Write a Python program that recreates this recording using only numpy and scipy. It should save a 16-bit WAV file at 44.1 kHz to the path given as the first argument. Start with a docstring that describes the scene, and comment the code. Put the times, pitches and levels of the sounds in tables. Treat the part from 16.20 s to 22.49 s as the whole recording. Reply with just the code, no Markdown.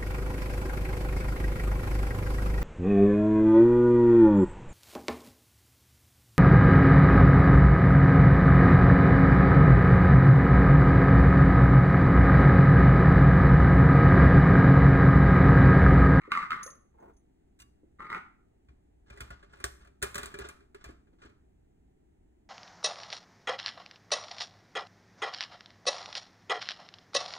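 """A ribbed drinking glass is pushed over a tiled kitchen counter: its foot sticks, slips and rings.
Small clinks, a dull rub and light taps follow, then a second stuttering slide at 1.8 s.
From 2.5 s the jug of a switched-off blender is twisted and lifted from its base: plastic lugs
scrape, click and knock, and the base thumps on its rubber feet.
A hand-held stereo microphone hears it all close by, in a hard, quiet room."""
import sys
import numpy as np
from scipy import signal
from scipy.fft import rfft, irfft, next_fast_len
from scipy.io import wavfile

SR = 44100
rng = np.random.default_rng(int(sys.argv[2]) if len(sys.argv) > 2 else 0)


def inscribe(sig):
    """Save sig as 16-bit PCM at rate SR to the path in sys.argv[1].

    A 1-D sig is mono; a 2-D sig holds one channel per row.
    Samples are clipped to [-1, 1] before scaling.
    """
    pcm = np.round(np.clip(np.atleast_2d(sig).T, -1, 1) * 32767)
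    wavfile.write(sys.argv[1], SR, pcm.astype(np.int16))


N = 277389
TIME_S = np.arange(N) / SR
RING_TIME_S = TIME_S[:SR // 2]
LN_1000 = np.log(1000)  # 60 dB of decay

# Room decay. Each row: frequency in Hz, t60 in seconds.
ROOM_T60 = [(100, 1), (400, 0.4), (1300, 0.44), (3000, 0.39), (8000, 0.4), (15000, 0.38)]
# Likeness of diffuse sound at the two microphone ports. Each row: frequency in Hz, coherence from 0 to 1.
COHERENCE = [(60, 0.6), (150, .9), (350, 0.7), (700, 0.6), (1400, 0.2), (3000, 0.5), (7000, 0.6),
             (12000, 0.5), (16000, 0.6)]
# Port phase for the jug's and the glass's direction. Each row: frequency in Hz, left lead in radians.
JUG_PHASE = [(0, 0), (860, -3.6), (1120, -3.7), (1810, -6.2), (2330, -9.1), (2580, -9.1), (3960, -10.8),
             (5860, -8.7), (6630, -7.0), (8790, -6.1), (11300, -3.5), (13000, -2.8), (15200, -0.2),
             (16400, 0.2)]
GLASS_PHASE = [(0, 0), (430, -0.8), (1120, -5.9), (1810, -6.2), (2500, -8.7), (3880, -10.7), (5600, -8.9),
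               (6200, -7.6), (7920, -6.3), (9040, -6.2), (11000, -3.6), (13700, -2.3), (15200, 0.0),
               (16400, 0.2)]

# Spectra. Each row: frequency in Hz, relative level in dB.
ROOM_SPECTRUM = [(20, -4.5), (70, -5), (150, -8.5), (290, -7), (400, -9.5), (520, -23.5), (750, -17.5),
                 (1100, -33.5), (2000, -32.5), (3500, -41.5), (5000, -47), (7200, -41), (11000, -49),
                 (16000, -53)]
RUB_SPECTRUM = [(100, -21), (230, -9), (320, -8.5), (400, 0.5), (490, -14.5), (620, -8.5), (830, -6.5),
                (1050, -16.5), (2400, -34.5), (4000, -48), (12000, -50)]
SNAP_SPECTRUM = [(300, -17.5), (850, -3), (1200, 7), (2500, -1), (4000, -1), (5300, -5), (8200, -0.5),
                 (11000, -6.5), (14000, -7.5), (16000, -20)]  # hard contacts
SCRAPE_SPECTRUM = [(150, -5.5), (400, 0), (580, 2.5), (830, 0.5), (1250, 9.5), (1750, 2), (2800, -5.5),
                   (4000, -7), (5300, -11), (8000, -18), (14000, -58)]  # plastic on plastic
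GRIT_SPECTRUM = [(100, -22), (230, -14), (350, -24.5), (520, -29.5), (760, -18), (1030, -10.5), (1200, 5.5),
                 (1400, 2.5), (1700, -7), (2100, -1), (2700, -20), (4100, -25), (5300, -35), (15000, -50.5)]  # grit under the glass
RUMBLE_SPECTRUM = [(15, -18.5), (30, -7.5), (62, -0.5), (100, -18), (200, -23), (600, -62.5), (3000, -98)]
THUMP_SPECTRUM = [(20, -29.5), (42, -9.5), (62, 1.5), (100, 3), (200, -27.5), (600, -45.5)]

# Modes. Each row: frequency in Hz, relative level in dB, t60 in seconds.
RUBBER_FEET_MODES = [(52.94, -4, 0.34), (64, -4.5, 0.38), (79, -12.5, 0.092), (117.8, -5, 0.22)]
BASE_MODES = [(245, -5.5, 0.02), (392.4, 1, 0.14), (402, 2.5, 0.075), (570, 1, 0.11), (680, 1.5, 0.059)]
JUG_MODES = [(1150, 0.5, 0.04), (1414, -8.5, 0.013), (1407, 2.5, 0.1), (1630, 14, 0.019), (1903, 3, 0.029),
             (2315, 9, 0.069)]
CLINK_MODES = [(5700, -5, .03), (6250, 2.5, 0.13), (6520, 4, 0.0289), (6498, -2.5, 0.19),
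               (9566, -5.5, 0.25), (9450, -6, 0.026), (10230, -9.5, 0.18), (14060, -13, 0.1)]
TILE_MODES = [(890, 2.5, 0.034), (1069, -4.5, 0.019)]
GLASS_WALL_MODES = [(1140, 2, 0.15), (2825, 1, 0.14), (2895, -4, 0.044), (3740, -13, 0.13),
                    (4770, -15, 0.34), (5500, -24, 0.3), (6270, 7, 0.033), (8700, -8, 0.19)]
GLASS_FOOT_MODES = [(1179, -1.5, .28), (1200, -6.5, 0.24), (1290, -6.5, 0.31), (1331, 8, .009),
                    (1385, -3.5, 0.18), (1493, -1, .05), (1873, 0, .08), (2098, -4.5, 0.12),
                    (2135, -7, .16), (2300, -10, .09)]

# Strikes. Each row: start in seconds, relative level in dB.
THUMPS = [(1.401, -40.5), (2.484, -36.5), (2.904, -31), (3.008, -25), (3.107, -28.5), (3.44, -25),
          (3.825, -28), (3.952, -30.5), (4.199, -29), (4.287, -36.5), (4.657, -29), (5.05, -42)]  # the base rocks
CLINKS = [(.431, -37.5), (.438, -51), (.463, -44), (.503, -50.5), (.553, -65), (.80, -75.5), (.935, -79),
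          (.967, -69)]  # something small and hard
WALL_TAPS = [(1.391, -56.5), (1.400, -47), (1.409, -51.5), (1.418, -49), (1.423, -54)]  # on the glass
# Dull bumps on the counter. Each row: start in seconds, level in dB, pitch in Hz.
BUMPS = [(0.078, -40.5, 396), (.462, -41, 526), (1.633, -51, 360), (1.795, -52.5, 399), (4.691, -44, 341),
         (4.931, -57.5, 369), (5.048, -48, 345)]
# Envelope of the rub. Each row: time in seconds, relative level in dB.
RUB_ENVELOPE = [(0.74, -73), (0.83, -55), (0.854, -61.5), (0.904, -58), (0.92, -71), (0.976, -88),
                (0.98, -69)]
# Hand strokes. Each row: start in seconds, length in seconds, effort in dB, drift in dB per second.
JUG_TWISTS = [(2.872, .25, -62, -5), (3.195, .05, -65, 2.5), (3.3, .14, -64, 3), (3.61, 0.063, -59, -20),
              (3.945, 0.36, -57, -0.5), (4.61, 0.0966, -58.5, -3), (4.99, .11, -67.5, 9)]
GLASS_PUSHES = [(0.0, 0.11, -53.5, -19.5), (0.119, 0.14, -33, -26.5), (0.306, 0.14, -35.5, -92.5),
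                (1.806, .08, -43, -79), (1.906, 0.077, -38, -21)]
# The jug's lugs catch and let go. Each row: start in seconds, force in dB, snap over force in dB.
LUG_CATCHES = [(2.4864, -61.5, -23), (2.9011, -47.5, -11), (2.9739, -48, -7), (3.0057, -39.5, 3),
               (3.1047, -42.5, -10), (3.2277, -55, -19), (3.3334, -52.5, -14), (3.4013, -49.5, -3),
               (3.4411, -36, 12.5), (3.8187, -42, -3), (3.8256, -35.5, 13.5), (3.8304, -30, 2),
               (3.945, -49.5, 16.5), (3.9553, -34, 4.5), (3.9808, -35, 4.5), (4.0314, -37, 2),
               (4.058, -45.5, 10), (4.1415, -39, -9), (4.188, -40.5, 1.5), (4.2085, -42.5, -15),
               (4.245, -42.5, -27), (4.288, -47, 8), (4.406, -58.5, -21), (4.5465, -48, -7.5),
               (4.6418, -45, 0.5), (4.871, -70, -17), (4.93, -69, -22.5), (5.0186, -50.5, -20),
               (5.0502, -56, -9.5)]
# Hardest slips of the glass. 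Each row: start in seconds, relative level in dB, factor on crunch pitch.
HARD_SLIPS = [(.1185, -9, 1.0), (.1512, -12, 1.0), (.1735, -10.5, 1.0), (.2268, -21, 1.11),
              (.3058, -14, 1.03), (.3183, -13, 1.042), (.3298, -18, 1.02), (.4765, -31, 0.88),
              (1.8043, -25, 0.95), (1.8705, -46, 1.17), (1.9016, -21.5, 0.99), (1.917, -23, 0.83),
              (1.9285, -19.5, 1.04), (1.946, -20.5, 1.09), (1.9588, -29.5, 0.61)]
# How the glass sits in each slide. Each row: factor on ring pitch, then glass ring, rub, tile ring in dB.
GLASS_GRIPS = [(1.0, -35, -23.5, -50.5), (1.056, -31.5, -12.5, -26.5)]

TWIST_ATTACK_S, TWIST_RELEASE_S, RATTLES_PER_S, RATTLE_SNAP_DB = 0.013, 0.07, 35, -5.5
CATCH_T60_S, KNOCK_DB, SKID_DB, SKID_T60_S = 0.02, -3, -4, 0.15
PUSH_ATTACK_S, PUSH_RELEASE_S, SLIPS_PER_S, SECOND_GRIP_FROM_S = 0.02, 0.06, 60, 1.0
BAND_LIMIT_HZ = 16100


def amp(db):
    """Decibels to gain."""
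    return 10 ** (np.asarray(db) / 20)


def unit_rms(x):
    """Scales to rms 1."""
    return x / np.sqrt(np.mean(x ** 2) + 1e-20)


def at_hz(table, hz):
    """Interpolates a table over log frequency."""
    table_hz, value = np.transpose(table)
    return np.interp(np.log(hz + 1), np.log(table_hz + 1), value)


def add(mix, start_s, sound):
    """Mixes a sound in at start_s."""
    part = mix[max(round(start_s * SR), 0):][:len(sound)]
    part += sound[:len(part)]


def colour(x, spectrum, size=4096):
    """Minimum-phase filter of unit energy."""
    hz = abs(np.fft.fftfreq(size, 1 / SR))
    log_gain = np.log(amp(np.maximum(at_hz(spectrum, hz), -100)))
    taps = np.fft.ifft(np.exp(np.conj(signal.hilbert(log_gain)))).real[:size // 2]
    return signal.oaconvolve(x, taps / np.linalg.norm(taps))[:len(x)]


def ring(force, modes):
    """Drives damped modes; a unit click peaks at 1."""
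    t = RING_TIME_S
    body = sum(amp(db) * np.exp(-LN_1000 * t / t60_s) * np.sin(2 * np.pi * hz * t)
               for hz, db, t60_s in modes)
    return signal.oaconvolve(force, body / abs(body).max())[:len(force)]


def grains(per_s):
    """Friction as sparse random impulses, rms 1."""
    return unit_rms(rng.standard_normal(N) * (rng.random(N) < per_s / SR))


def strikes(rows):
    """One impulse a row."""
    force = np.zeros(N)
    for start_s, db, *_ in rows:
        add(force, start_s, amp([db]))
    return force


def scuff(t60_s, rise_s, size=4096):
    """One contact of unit energy: a spray of tiny impacts that swells and dies."""
    t = TIME_S[1:size + 1]
    spray = rng.standard_normal(size) * np.exp(0.5 * rng.standard_normal(size))
    spray *= np.exp(-LN_1000 * t / t60_s) * (1 - np.exp(-t / rise_s))
    return spray / np.linalg.norm(spray)


def scratches(rows, t60_s, rise_s):
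    """One impulse and one scuff a row."""
    force = 0.5 * strikes(rows)
    for start_s, db in rows:
        add(force, start_s, 0.83 * amp(db) * scuff(t60_s, rise_s))
    return force


def effort(strokes, attack_s, release_s):
    """Gain of hand strokes: each swells, drifts steadily and dies away."""
    gain = np.zeros(N)
    for start_s, length_s, db, db_per_s in strokes:
        t = TIME_S - start_s
        attack = np.clip(1 + t / attack_s, 0, 1)
        release = np.exp(-LN_1000 * np.clip((t - length_s) / release_s, 0, 2))
        gain += attack * amp(db + db_per_s * np.clip(t, 0, length_s)) * release
    return gain


def stutter(strokes, per_s, offset_db, spread_db, count=24):
    """Stick-slip: contacts (s, dB) at uneven gaps, following the stroke's effort."""
    rows = []
    for start_s, length_s, db, db_per_s in strokes:
        times_s = np.cumsum(0.5 + rng.random(count)) / per_s
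        levels_db = db + offset_db + db_per_s * times_s + spread_db * rng.standard_normal(count)
        rows += [(start_s + t, level_db) for t, level_db in zip(times_s, levels_db) if t < length_s]
    return rows


def ports(phase, sound, other=None):
    """Stereo by phase shift; blending in another signal makes the right port partly unlike the left."""
    size = next_fast_len(len(sound) + 4096)
    hz, left = np.fft.rfftfreq(size, 1 / SR), rfft(sound, size)
    same = np.clip(at_hz(COHERENCE, hz), 0, 1)
    right = left if other is None else same * left + np.sqrt(1 - same ** 2) * rfft(other, size)
    lead_rad = np.interp(hz, *np.transpose(phase)) * (1 - np.exp(-(hz / 200) ** 2))  # bass unshifted
    turn = np.exp(0.5j * lead_rad)
    return irfft([left * turn, right / turn], size)[:, :len(sound)]


def kitchen(x, phase, tiles_db, room_db, tiles_t60_s):
    """Direct sound, early reflections off the tiles, and the room's tail."""
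    t = TIME_S[:SR * 3 // 4]
    early, late = rng.choice([-1., 1.], (2, 2, len(t))) * (rng.random((2, 2, len(t))) < 5000 / SR)
    early *= np.exp(-LN_1000 * t / tiles_t60_s) * (t > 0.002)
    hz, frame_s, bands = signal.stft(late * (1 - np.exp(-t / 0.0047)), SR, nperseg=256)
    bands *= np.exp(-LN_1000 * frame_s / at_hz(ROOM_T60, hz)[:, None])
    late = signal.istft(bands, SR, nperseg=256)[1][:, :len(t)]
    echoes = amp(tiles_db) * early / np.linalg.norm(early[0])
    echoes += amp(room_db) * late / np.linalg.norm(late[0])
    return ports(phase, x) + signal.fftconvolve(x[None], ports(phase, *echoes), axes=1)[:, :N]


def background(air_db=-66.5, rest_rumble_db=-68):
    """Steady room noise, and handling rumble that grows while the jug is twisted."""
    air = [unit_rms(colour(noise, ROOM_SPECTRUM)) for noise in rng.standard_normal((2, N))]
    rumble = unit_rms(colour(rng.standard_normal(N), RUMBLE_SPECTRUM))
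    handling = amp(rest_rumble_db) + amp(-6) * effort(JUG_TWISTS, TWIST_ATTACK_S, TWIST_RELEASE_S)
    return amp(air_db) * ports(JUG_PHASE, *air) + handling * rumble


def counter_rub():
    """Soft, dull friction along the counter."""
    envelope_db = np.interp(TIME_S, *np.transpose(RUB_ENVELOPE), left=-150, right=-150)
    sound = amp(1.5) * colour(grains(per_s=900) * amp(envelope_db), RUB_SPECTRUM)
    return kitchen(sound, GLASS_PHASE, tiles_db=1.5, room_db=-10, tiles_t60_s=0.062)


def counter_bumps(swell_s=0.0014):
    """Soft contacts, each ringing one low note of the counter."""
    envelope = RING_TIME_S / swell_s * np.exp(1 - RING_TIME_S / swell_s)
    sound = np.zeros(N)
    for start_s, db, hz in BUMPS:
        add(sound, start_s, amp(db) * envelope * np.sin(2 * np.pi * hz * RING_TIME_S))
    return kitchen(sound, GLASS_PHASE, tiles_db=-1.5, room_db=-1.5, tiles_t60_s=0.055)


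def clinks():
    """Hard contacts tick, then ring a small object or the glass's wall."""
    small = scratches(CLINKS, t60_s=0.015, rise_s=0.0012)
    wall = scratches(WALL_TAPS, t60_s=0.029, rise_s=0.0015)
    ticks = colour(amp(3.5) * small + amp(16) * wall, SNAP_SPECTRUM)
    sound = amp(7) * ring(small, CLINK_MODES) + amp(-2.5) * ring(wall, GLASS_WALL_MODES) + ticks
    return kitchen(sound, JUG_PHASE, tiles_db=0, room_db=-11.5, tiles_t60_s=0.01)


def base_thumps():
    """The heavy base rocks on its rubber feet and shakes the counter."""
    force = colour(strikes(THUMPS), THUMP_SPECTRUM)
    return ports(JUG_PHASE, amp(-32.5) * ring(force, RUBBER_FEET_MODES))


def jug_catches(rows):
    """Catches at one spot of the rim: each snaps, rings the jug and knocks the base."""
    snaps, blows = np.zeros((2, N))
    for start_s, force_db, hardness_db in rows:
        snap_db = force_db + hardness_db
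        snap = scuff(CATCH_T60_S, rise_s=0.0001 * amp(-0.8 * (snap_db + 35)))  # harder lets go faster
        blow = 0.94 * scuff(1.6 * CATCH_T60_S, rise_s=0.0019)  # heavy parts answer more slowly
        blow[0] += 0.5
        add(snaps, start_s, amp(snap_db) * snap)
        add(blows, start_s, amp(force_db) * blow)
    detune = np.array([rng.uniform(1.0, 1.03), 1, 1])  # grip and filling shift the modes
    body = ring(blows, JUG_MODES * detune) + amp(KNOCK_DB) * ring(blows, BASE_MODES * detune)
    contact = amp(17.5) * colour(snaps, SNAP_SPECTRUM) + amp(14.5) * colour(blows, SCRAPE_SPECTRUM)
    return kitchen(contact + amp(4.5) * body, JUG_PHASE, tiles_db=-4, room_db=-11.5, tiles_t60_s=0.075)


def blender_jug(spots=4):
    """The jug grates and rattles on its seat, catches at several spots in turn and skids on."""
    skids = signal.lfilter([1], [1, -np.exp(-LN_1000 / SKID_T60_S / SR)], strikes(LUG_CATCHES))
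    rubbing = effort(JUG_TWISTS, TWIST_ATTACK_S, TWIST_RELEASE_S) + amp(SKID_DB) * skids
    scrape = amp(-7.5) * colour(grains(per_s=700) * rubbing, SCRAPE_SPECTRUM)
    scrape = kitchen(scrape, JUG_PHASE, tiles_db=1.5, room_db=-3, tiles_t60_s=0.031)
    rattles = stutter(JUG_TWISTS, RATTLES_PER_S, offset_db=2, spread_db=1)
    rows = LUG_CATCHES + [(start_s, db, RATTLE_SNAP_DB) for start_s, db in rattles]
    return scrape + sum(jug_catches(rows[spot::spots]) for spot in range(spots))


def grip_at(time_s):
    """How the glass sits at time_s."""
    return GLASS_GRIPS[int(time_s > SECOND_GRIP_FROM_S)]


def glass_foot(force, crunch_pitch, grip):
    """Grit crunches under the foot and rings the glass and the tile."""
    ring_pitch, ring_db, _, tile_db = grip
    crunch = colour(force, np.multiply(GRIT_SPECTRUM, [crunch_pitch, 1]))
    glass = ring(crunch, np.multiply(GLASS_FOOT_MODES, [ring_pitch, 1, 1]))
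    return crunch + amp(ring_db) * glass + amp(tile_db) * ring(crunch, TILE_MODES)


def glass_slips(rows):
    """Each slip is a brief chatter; a tighter catch crunches higher."""
    sound = np.zeros(N)
    for start_s, db, crunch_pitch in rows:
        force = scuff(t60_s=0.0051, rise_s=0.0013, size=10000)
        chatter = glass_foot(force, crunch_pitch, grip_at(start_s))
        add(sound, start_s, amp(db + 10) * chatter / np.linalg.norm(chatter))
    return kitchen(sound, GLASS_PHASE, tiles_db=-4.5, room_db=-5, tiles_t60_s=0.097)


def sliding_glass(spots=3):
    """The foot grinds over fine grit, sticks and slips; reflections change from spot to spot."""
    grit = grains(per_s=400)
    grind = np.zeros(N)
    for grip in GLASS_GRIPS:
        pushes = [row for row in GLASS_PUSHES if grip_at(row[0]) == grip]
        foot = unit_rms(glass_foot(grit, crunch_pitch=0.96, grip=grip))
        rub = amp(grip[2]) * colour(grit, RUB_SPECTRUM)
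        grind += effort(pushes, PUSH_ATTACK_S, PUSH_RELEASE_S) * (foot + rub)
    grind = kitchen(amp(-6) * grind, GLASS_PHASE, tiles_db=1.5, room_db=-10, tiles_t60_s=0.078)
    small_slips = stutter(GLASS_PUSHES, SLIPS_PER_S, offset_db=9.5, spread_db=2.5)
    rows = HARD_SLIPS + [(start_s, db, rng.uniform(0.99, 1.03)) for start_s, db in small_slips]
    slips = sum(glass_slips(rows[spot::spots]) for spot in range(spots))
    return amp([[-0.2], [0.2]]) * (grind + slips)  # slightly right


def scene():
    """Stereo sum of all sources."""
    counter = sliding_glass() + counter_rub() + clinks() + counter_bumps()
    return counter + blender_jug() + base_thumps() + background()


def record(dry):
    """The recorder's band limit."""
    lowpass = signal.firwin(255, BAND_LIMIT_HZ, window=("kaiser", 9), fs=SR)
    return signal.oaconvolve(dry, lowpass[None], "same")


dry = scene()
out = record(dry)
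inscribe(out)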